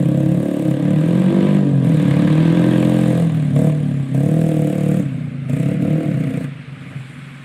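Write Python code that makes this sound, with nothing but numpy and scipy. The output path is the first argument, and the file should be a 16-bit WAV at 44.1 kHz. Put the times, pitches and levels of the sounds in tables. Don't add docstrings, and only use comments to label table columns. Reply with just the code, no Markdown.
import sys
import numpy as np
from scipy import signal
from scipy.fft import rfft, irfft, next_fast_len
from scipy.io import wavfile
from scipy.ndimage import uniform_filter1d

SR = 44100
rng = np.random.default_rng(int(sys.argv[2]) if len(sys.argv) > 2 else 0)


def master(y):
    cut = np.clip(np.atleast_2d(y).T, -1, 1)
    pcm = np.round(cut * 32767)
    wavfile.write(sys.argv[1], SR, pcm.astype(np.int16))


def convert_level_to_amplitude(level_db):
    exponent = np.asarray(level_db, float) / 20
    return 10 ** exponent


N = 328104
CRUISE = 38
OPEN_S = 0.018


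def unit(x):
    return x / np.sqrt(np.mean(x ** 2) + 1e-20)


def along(points, hz):
    f, v = np.transpose(points)
    return np.interp(np.log(hz + 1), np.log(f + 1), v)


def columns(rows, t):
    s, *cols = np.transpose(rows)
    return [np.interp(t, s, c) for c in cols]


def coloured(x, points):
    size = next_fast_len(N + 8192)
    gain = convert_level_to_amplitude(along(points, np.fft.rfftfreq(size, 1 / SR)))
    return irfft(rfft(x, size) * gain, size)[:N]


def noise(points):
    return unit(coloured(rng.standard_normal(N), points))


def band(x, low_hz, high_hz):
    return signal.sosfilt(signal.butter(2, [low_hz, high_hz], "band", fs=SR, output="sos"), x)


def loudness(x):
    power = uniform_filter1d(uniform_filter1d(x ** 2, SR // 12), SR // 12)
    return np.sqrt(np.abs(power) + 1e-9)


def steady(x):
    return x / loudness(x)


def lagged(x, seconds):
    return uniform_filter1d(x, int(seconds * SR), mode="nearest")


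def trailing(x, seconds):
    keep = np.exp(-1 / (seconds * SR))
    return signal.lfilter([1 - keep], [1, -keep], x - x[0]) + x[0]


def patchy(x, depth_db):
    z = signal.stft(x, nperseg=512)[2]
    field = uniform_filter1d(uniform_filter1d(rng.standard_normal(z.shape), 3, 0), 5, 1)
    return unit(signal.istft(z * convert_level_to_amplitude(depth_db * unit(field)), nperseg=512)[1][:N])


def blow(cycle, start, length):
    age = (cycle - start) % 1 / length
    return 3 * age * np.exp(-2 * age)


def ring(times, hz, decay_ms, attack_ms, uneven):
    luck = uneven[:, None] * rng.standard_normal((len(times), 2))
    decay = np.clip(decay_ms, 3, 40) / 1000 * np.ones(len(times))
    t = np.arange(int(5 * decay.max() * SR)) / SR
    start = np.ceil(times * SR).astype(int)
    age = t + (start / SR - times)[:, None]
    tone = -np.sin(2 * np.pi * (hz * (1 + .02 * luck[:, 1]))[:, None] * age)
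    shape = np.exp(-age / decay[:, None]) * (1 - np.exp(-age * 1000 / attack_ms))
    rings = convert_level_to_amplitude(3 * luck[:, :1]) * tone * shape
    place = start[:, None] + np.arange(len(t))
    return np.bincount(place.ravel(), rings.ravel(), N + SR)[:N]


# t/s, firing rate/(1/s)
WRIST = [(0.0, 33.45), (0.5, 36.57), (0.7, 34.03), (0.97, 38.2), (1.22, 47.04), (1.57, 50.53),
         (1.82, 43.55), (2.03, 35.3), (2.2, 36.22), (2.55, 42.96), (3.0, 43.26), (3.22, 42.1),
         (3.54, 34.87), (3.68, 38.75), (4.13, 32.7), (4.38, 40.71), (4.7, 36.76), (4.88, 37.53),
         (4.995, 36.0), (5.15, 31.37), (5.475, 25.7), (5.72, 38.05), (5.8, 35.36), (6.0, 40.66),
         (6.2, 30.34), (6.44, 28.5), (6.78, 20.2), (7.05, 22.6), (7.44, 23.4)]


def speed():
    return lagged(columns(WRIST, np.arange(N) / SR)[0], .08)


OPENING = [0.99, 1, 0.68, 0.74, 0.64, 0.22, 0.75, 0.69, 0.69, 0.81, 0.77, 0.22, 0.95, 0.3, 0.95, 0.99, 0.92,
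           0.99, 0.28, 0.15, 0.91, 0.41, 0.95, 0.85, 0.84, 0.14, 0.3, 0.31, .1]


def throttle(seconds):
    answer_s = 0.01
    move = np.searchsorted(np.transpose(WRIST)[0] + answer_s, np.arange(N) / SR) - 1
    return lagged(np.array(OPENING)[np.clip(move, 0, None)], seconds)


# t/s, pipe level at full throttle/dB, engine block level/dB, tailpipe jet level/dB
RIDE = [(0, -14.5, -43, -53), (.45, -14, -43, -51.5), (1.0, -12.5, -38.5, -48.5), (1.47, -11.5, -34, -48),
        (1.75, -12, -40.5, -48), (2.1, -12.5, -33.5, -46.5), (2.45, -11.5, -32, -48.5),
        (3.05, -12.5, -35, -43.5), (3.4, -10.5, -38.5, -45.5), (4.05, -13.5, -42.5, -49),
        (4.9, -14, -40.5, -47.5), (5.4, -20, -44, -56.5), (5.55, -16.5, -40, -49.5),
        (6.0, -14.5, -41, -54.5), (6.4, -19.5, -40, -51), (6.55, -26.5, -41, -57), (7.0, -28.5, -40, -51.5),
        (7.44, -34, -40.5, -53.5)]
# t/s, tailpipe view/0 hidden-1 in view, silencer flank shown/0-1
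TURNED = [
    (0, 0, 0.72),
    (1.2, 0.06, 0.59),
    (1.9, 0.033, 0.48),
    (2.4, 0, 1),
    (2.75, 0, 0.45),
    (3.3, 0.97, 0),
    (4.6, 1, 0.57),
    (6.4, 0.8, 0.54),
    (6.9, 0.52, 0),
    (7.2, 0.59, 0.9),
]
# t/s, boom cancelled/dB, half width/s
CANCEL = [(.54, 12, 0.18), (0.789, 13, 0.073), (1.05, 5, 0.053), (1.24, 1.5, .07), (1.41, 1, 0.037),
          (2.26, 0, .04), (2.87, 0, 0.048), (4.07, 13.5, 0.05), (4.52, 5, 0.075), (4.74, 6, 0.15),
          (5.1, 12, 0.02), (6.02, 22, 0.042), (6.63, 5, .05), (6.82, 5, 0.039), (6.95, -5.5, 0.1),
          (7.07, 10, 0.034)]


def pipe_levels():
    t, opening = np.arange(N) / SR, throttle(OPEN_S)
    pipe_db, (turned, flank) = columns(RIDE, t)[0], columns(TURNED, t)
    shut = 1 - np.maximum(opening, trailing(opening, 0.021))

    def lost(hidden_db, in_view_db):
        return shut * (hidden_db + turned * (in_view_db - hidden_db))

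    cancel_db = sum(db * np.clip(1 - np.abs(t - s) / half, 0, 1) for s, db, half in CANCEL)
    fast = np.maximum(speed() - CRUISE, -5)
    second_db = -11 + 7.5 * flank + 0.18 * fast + 0.1 * cancel_db
    bark_db = -14 + 3 * turned + (0.067 + 0.55 * turned) * fast
    return (pipe_db - lost(1.7, 6.1) - cancel_db,
            pipe_db + second_db - lost(3.9, 9.5),
            pipe_db + bark_db - lost(5.2, 24.8))


# cold f/Hz, rise when hot/Hz, rise per firing rate/(Hz s)
BARK_TONE = (465, 61.7, 0.91)


def pipe_tones(times):
    at = np.clip((times * SR).astype(int), 0, N - 1)
    heat = trailing(throttle(OPEN_S), 0.049)[at]
    fast, (turned, flank) = speed()[at] - CRUISE, columns(TURNED, times)

    def pitch(cold_hz, hot_rise_hz, rise_per_rate):
        return (cold_hz + heat * (hot_rise_hz + rise_per_rate * fast)) * (1 - 0.051 * turned)

    open_end_ms = 4.9 * turned * heat
    boom_hz, boom_ms = pitch(145.5, 23.5, 2.1), 13.5 - open_end_ms
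    second_hz = pitch(252.5, 61.5, 4.5) + 29.4 * (2 * heat - 1) * (flank - .5)
    second_ms = 18.5 - 0.35 * np.maximum(fast, -5) - open_end_ms
    upper_db = -9 + turned * (0.5 + 6.5 * (1 - heat))
    return boom_hz, boom_ms, second_hz, second_ms, pitch(*BARK_TONE), upper_db


# f/lowest f, level/dB, decay time/ms, gain with tailpipe in view/dB
BARK = [(1.158, 4.5, 8.6, -8.5), (1.311, -1, 8, 6), (1.5, -5, 7.8, -5)]
# t/s, unevenness/0-1
UNEVEN = [(0, .15), (.9, .25), (1.1, .4), (1.5, .3), (1.7, .15), (2.1, .55), (2.6, .38), (3.3, .25),
          (4.1, .12), (4.9, .15), (5.2, .5), (5.6, .25), (6.1, .45), (6.5, .7), (7.44, .7)]


def exhaust(times):
    t = np.arange(N) / SR
    boom_db, second_db, bark_db = pipe_levels()
    boom_hz, boom_ms, second_hz, second_ms, bark_hz, upper_db = pipe_tones(times)
    uneven, turned = columns(UNEVEN, times)[0], columns(TURNED, t)[0]
    boom = band(ring(np.abs(times - .0021), boom_hz, boom_ms, 1.4, uneven), 100, 250)
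    second = band(ring(np.abs(times - .0008), second_hz, second_ms, 1.5, uneven), 220, 400)
    upper = sum(convert_level_to_amplitude(db + won_db * turned) * ring(times, ratio * bark_hz, ms, 0.91, uneven)
                for ratio, db, ms, won_db in BARK)
    lowest = ring(times, bark_hz, 6.23, 0.76, uneven)
    bark = band(lowest + convert_level_to_amplitude(np.interp(t, times, upper_db) - 4.5) * upper, 457, 702)
    low_tones = convert_level_to_amplitude(boom_db - 0.65) * steady(boom) + convert_level_to_amplitude(second_db - 2.0) * steady(second)
    return low_tones + convert_level_to_amplitude(bark_db - 0.3) * steady(bark)


# f/Hz, level/dB
VALLEY = [(20, -30), (90, -16), (122, 0), (205, 0), (250, 6), (295, 0), (365, 0), (410, -14), (455, 0)]


def silencer(gas):
    leak = np.clip(0.18 * (speed() - CRUISE), 0, 1)
    return coloured(gas, VALLEY) + leak * band(gas, 367, 454)


# f/Hz, T60/s
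WALLS = [(100, 0.46), (600, 0.55), (5000, 0.033)]


def walls(x):
    hz, t, z = signal.stft(rng.standard_normal(SR // 2), SR, nperseg=512)
    decay = convert_level_to_amplitude(-60 * t / along(WALLS, hz)[:, None])
    tail = signal.istft(z * decay, SR, nperseg=512)[1]
    delayed = np.pad(x, (1300, 0))
    return signal.fftconvolve(delayed, tail / np.linalg.norm(tail))[:N]


def rattle_levels():
    _, block_db, jet_db = columns(RIDE, np.arange(N) / SR)
    opening = throttle(OPEN_S)
    shut = 1 - np.maximum(opening, trailing(opening, 0.025))
    return block_db - 4.3 * shut, jet_db - 10.9 * shut, jet_db - 7 - 26 * shut


# f/Hz, level/dB, decay time/ms
COVERS = [(985, 6, 5.2), (1240, 2, 2), (1600, 3.5, 8)]
# t/s, distance/0 near-1 far
DISTANCE = [
    (0, 0.013),
    (3.2, 0.023),
    (4.2, 0.39),
    (5.5, 0.93),
    (7.44, 0.85),
]


def covers(times):
    t = np.arange(N) / SR
    knocks = np.sort(np.r_[times, times[:-1] + .55 * np.diff(times)])
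    uneven = np.full(len(knocks), .7)
    metal = sum(convert_level_to_amplitude(db) * ring(knocks, hz * np.ones(len(knocks)), ms, 0.24, uneven) for hz, db, ms in COVERS)
    near = 1 - 0.56 * columns(DISTANCE, t)[0]
    hidden_db = 8.5 * columns(TURNED, t)[0]
    level_db = rattle_levels()[0] - 6.0 - hidden_db + 0.35 * (speed() - CRUISE)
    return convert_level_to_amplitude(level_db) * near * steady(band(metal, 890, 1480))


# f/Hz, level/dB
CLATTER = [(470, -58), (800, -1), (872, -10.5), (973, -10), (1150, -3.5), (1400, -15.5), (1590, -5),
           (1890, -8), (2490, -10.5), (2780, -11.5), (3630, -13), (5200, -30), (6760, -34), (11400, -120)]
# f/Hz, level/dB
FAR_CLATTER = [(470, -10), (800, -23.5), (865, -13.5), (1060, -8), (1250, -2.5), (1820, -3.5), (2130, -0.5),
               (2530, -3), (3030, -10), (3800, -14.5), (5200, -26.5), (6760, -36), (11400, -120)]
# f/Hz, level/dB
HISS = [(3060, -42), (5200, -10), (6220, -9), (6760, -3.5), (7620, 0), (8440, 1.5), (11500, -8),
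        (15000, -47), (22000, -120)]
# f/Hz, level/dB
TOP = [(6760, -7), (11500, 2), (14900, 4), (15600, -2)]


def rattle(cycle):
    t = np.arange(N) / SR
    clatter_db, hiss_db, top_db = rattle_levels()
    far = columns(DISTANCE, t)[0]
    sizes = convert_level_to_amplitude(2.5 * rng.standard_normal((int(cycle[-1]) + 2, 3)))
    sizes = sizes[(cycle + .25).astype(int)].T
    metal = np.sqrt(1 - far) * noise(CLATTER) + np.sqrt(far) * noise(FAR_CLATTER)
    open_throttle = np.clip((hiss_db + 60) / 8, 0, 1)
    swell = sizes[0] * blow(cycle, 0.0091, 0.22)
    spit = sizes[1] * blow(cycle, -0.012, 0.13)
    sigh = sizes[2] * blow(cycle, 0.65, 0.26)
    clatter = patchy(metal, 1.58) * steady(0.83 + 1.18 * open_throttle * swell)
    hiss = patchy(noise(HISS), 2.8) * steady(0.77 + open_throttle * (2.2 * spit + 0.62 * sigh))
    top = noise(TOP) * steady(0.32 + open_throttle * (2.4 * spit + 0.62 * sigh))
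    return convert_level_to_amplitude(clatter_db + 0.5) * clatter + convert_level_to_amplitude(hiss_db + 0.07) * hiss + convert_level_to_amplitude(top_db + 3.0) * top


# f/Hz, level/dB
RUMBLE = [(20, -17), (42, -4), (58, -11), (90, 4.5), (300, -2), (700, -7), (1100, -41), (1500, -57)]


def turbulence():
    boom_db = pipe_levels()[0]
    return convert_level_to_amplitude(0.73 * boom_db - 24.0) * noise(RUMBLE)


# start t/s, end t/s, f/Hz, level/dB
SQUEAK = (3.325, 3.39, 14650, -60)


def squeak():
    start, end, hz, db = SQUEAK
    t = np.arange(N) / SR
    swell = np.clip(np.minimum(t - start, end - t) / .012, 0, 1)
    return convert_level_to_amplitude(db) * swell * noise([(hz - 150, -40), (hz, 0), (hz + 150, -40)])


def scene():
    t = np.arange(N) / SR
    first_firing = .88
    cycle = np.cumsum(speed()) / SR + 1 - first_firing
    times = np.interp(np.arange(int(cycle[-1]) + 1), cycle, t)
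    jitter = .0006 * columns(UNEVEN, times)[0] * rng.standard_normal(len(times))
    times = np.abs(times + jitter)
    pipe = silencer(exhaust(times))
    wet = np.interp(t, [3, 4, 5, 6.3, 6.55, 6.9], [.17, .1, .12, .22, .08, .4])
    echoing = np.sqrt(1 - wet ** 2) * pipe + wet * walls(pipe)
    heard = loudness(pipe) * steady(echoing)
    return (heard + covers(times) + rattle(cycle) + turbulence() + squeak())[None]


def roll_off(x):
    return signal.sosfilt(signal.butter(12, 15700, fs=SR, output="sos"), x)


def record(dry):
    rounded = dry / (1 + np.abs(dry / .75) ** 4) ** (1 / 4)
    return roll_off(rounded)


dry = scene()
out = record(dry)
master(out)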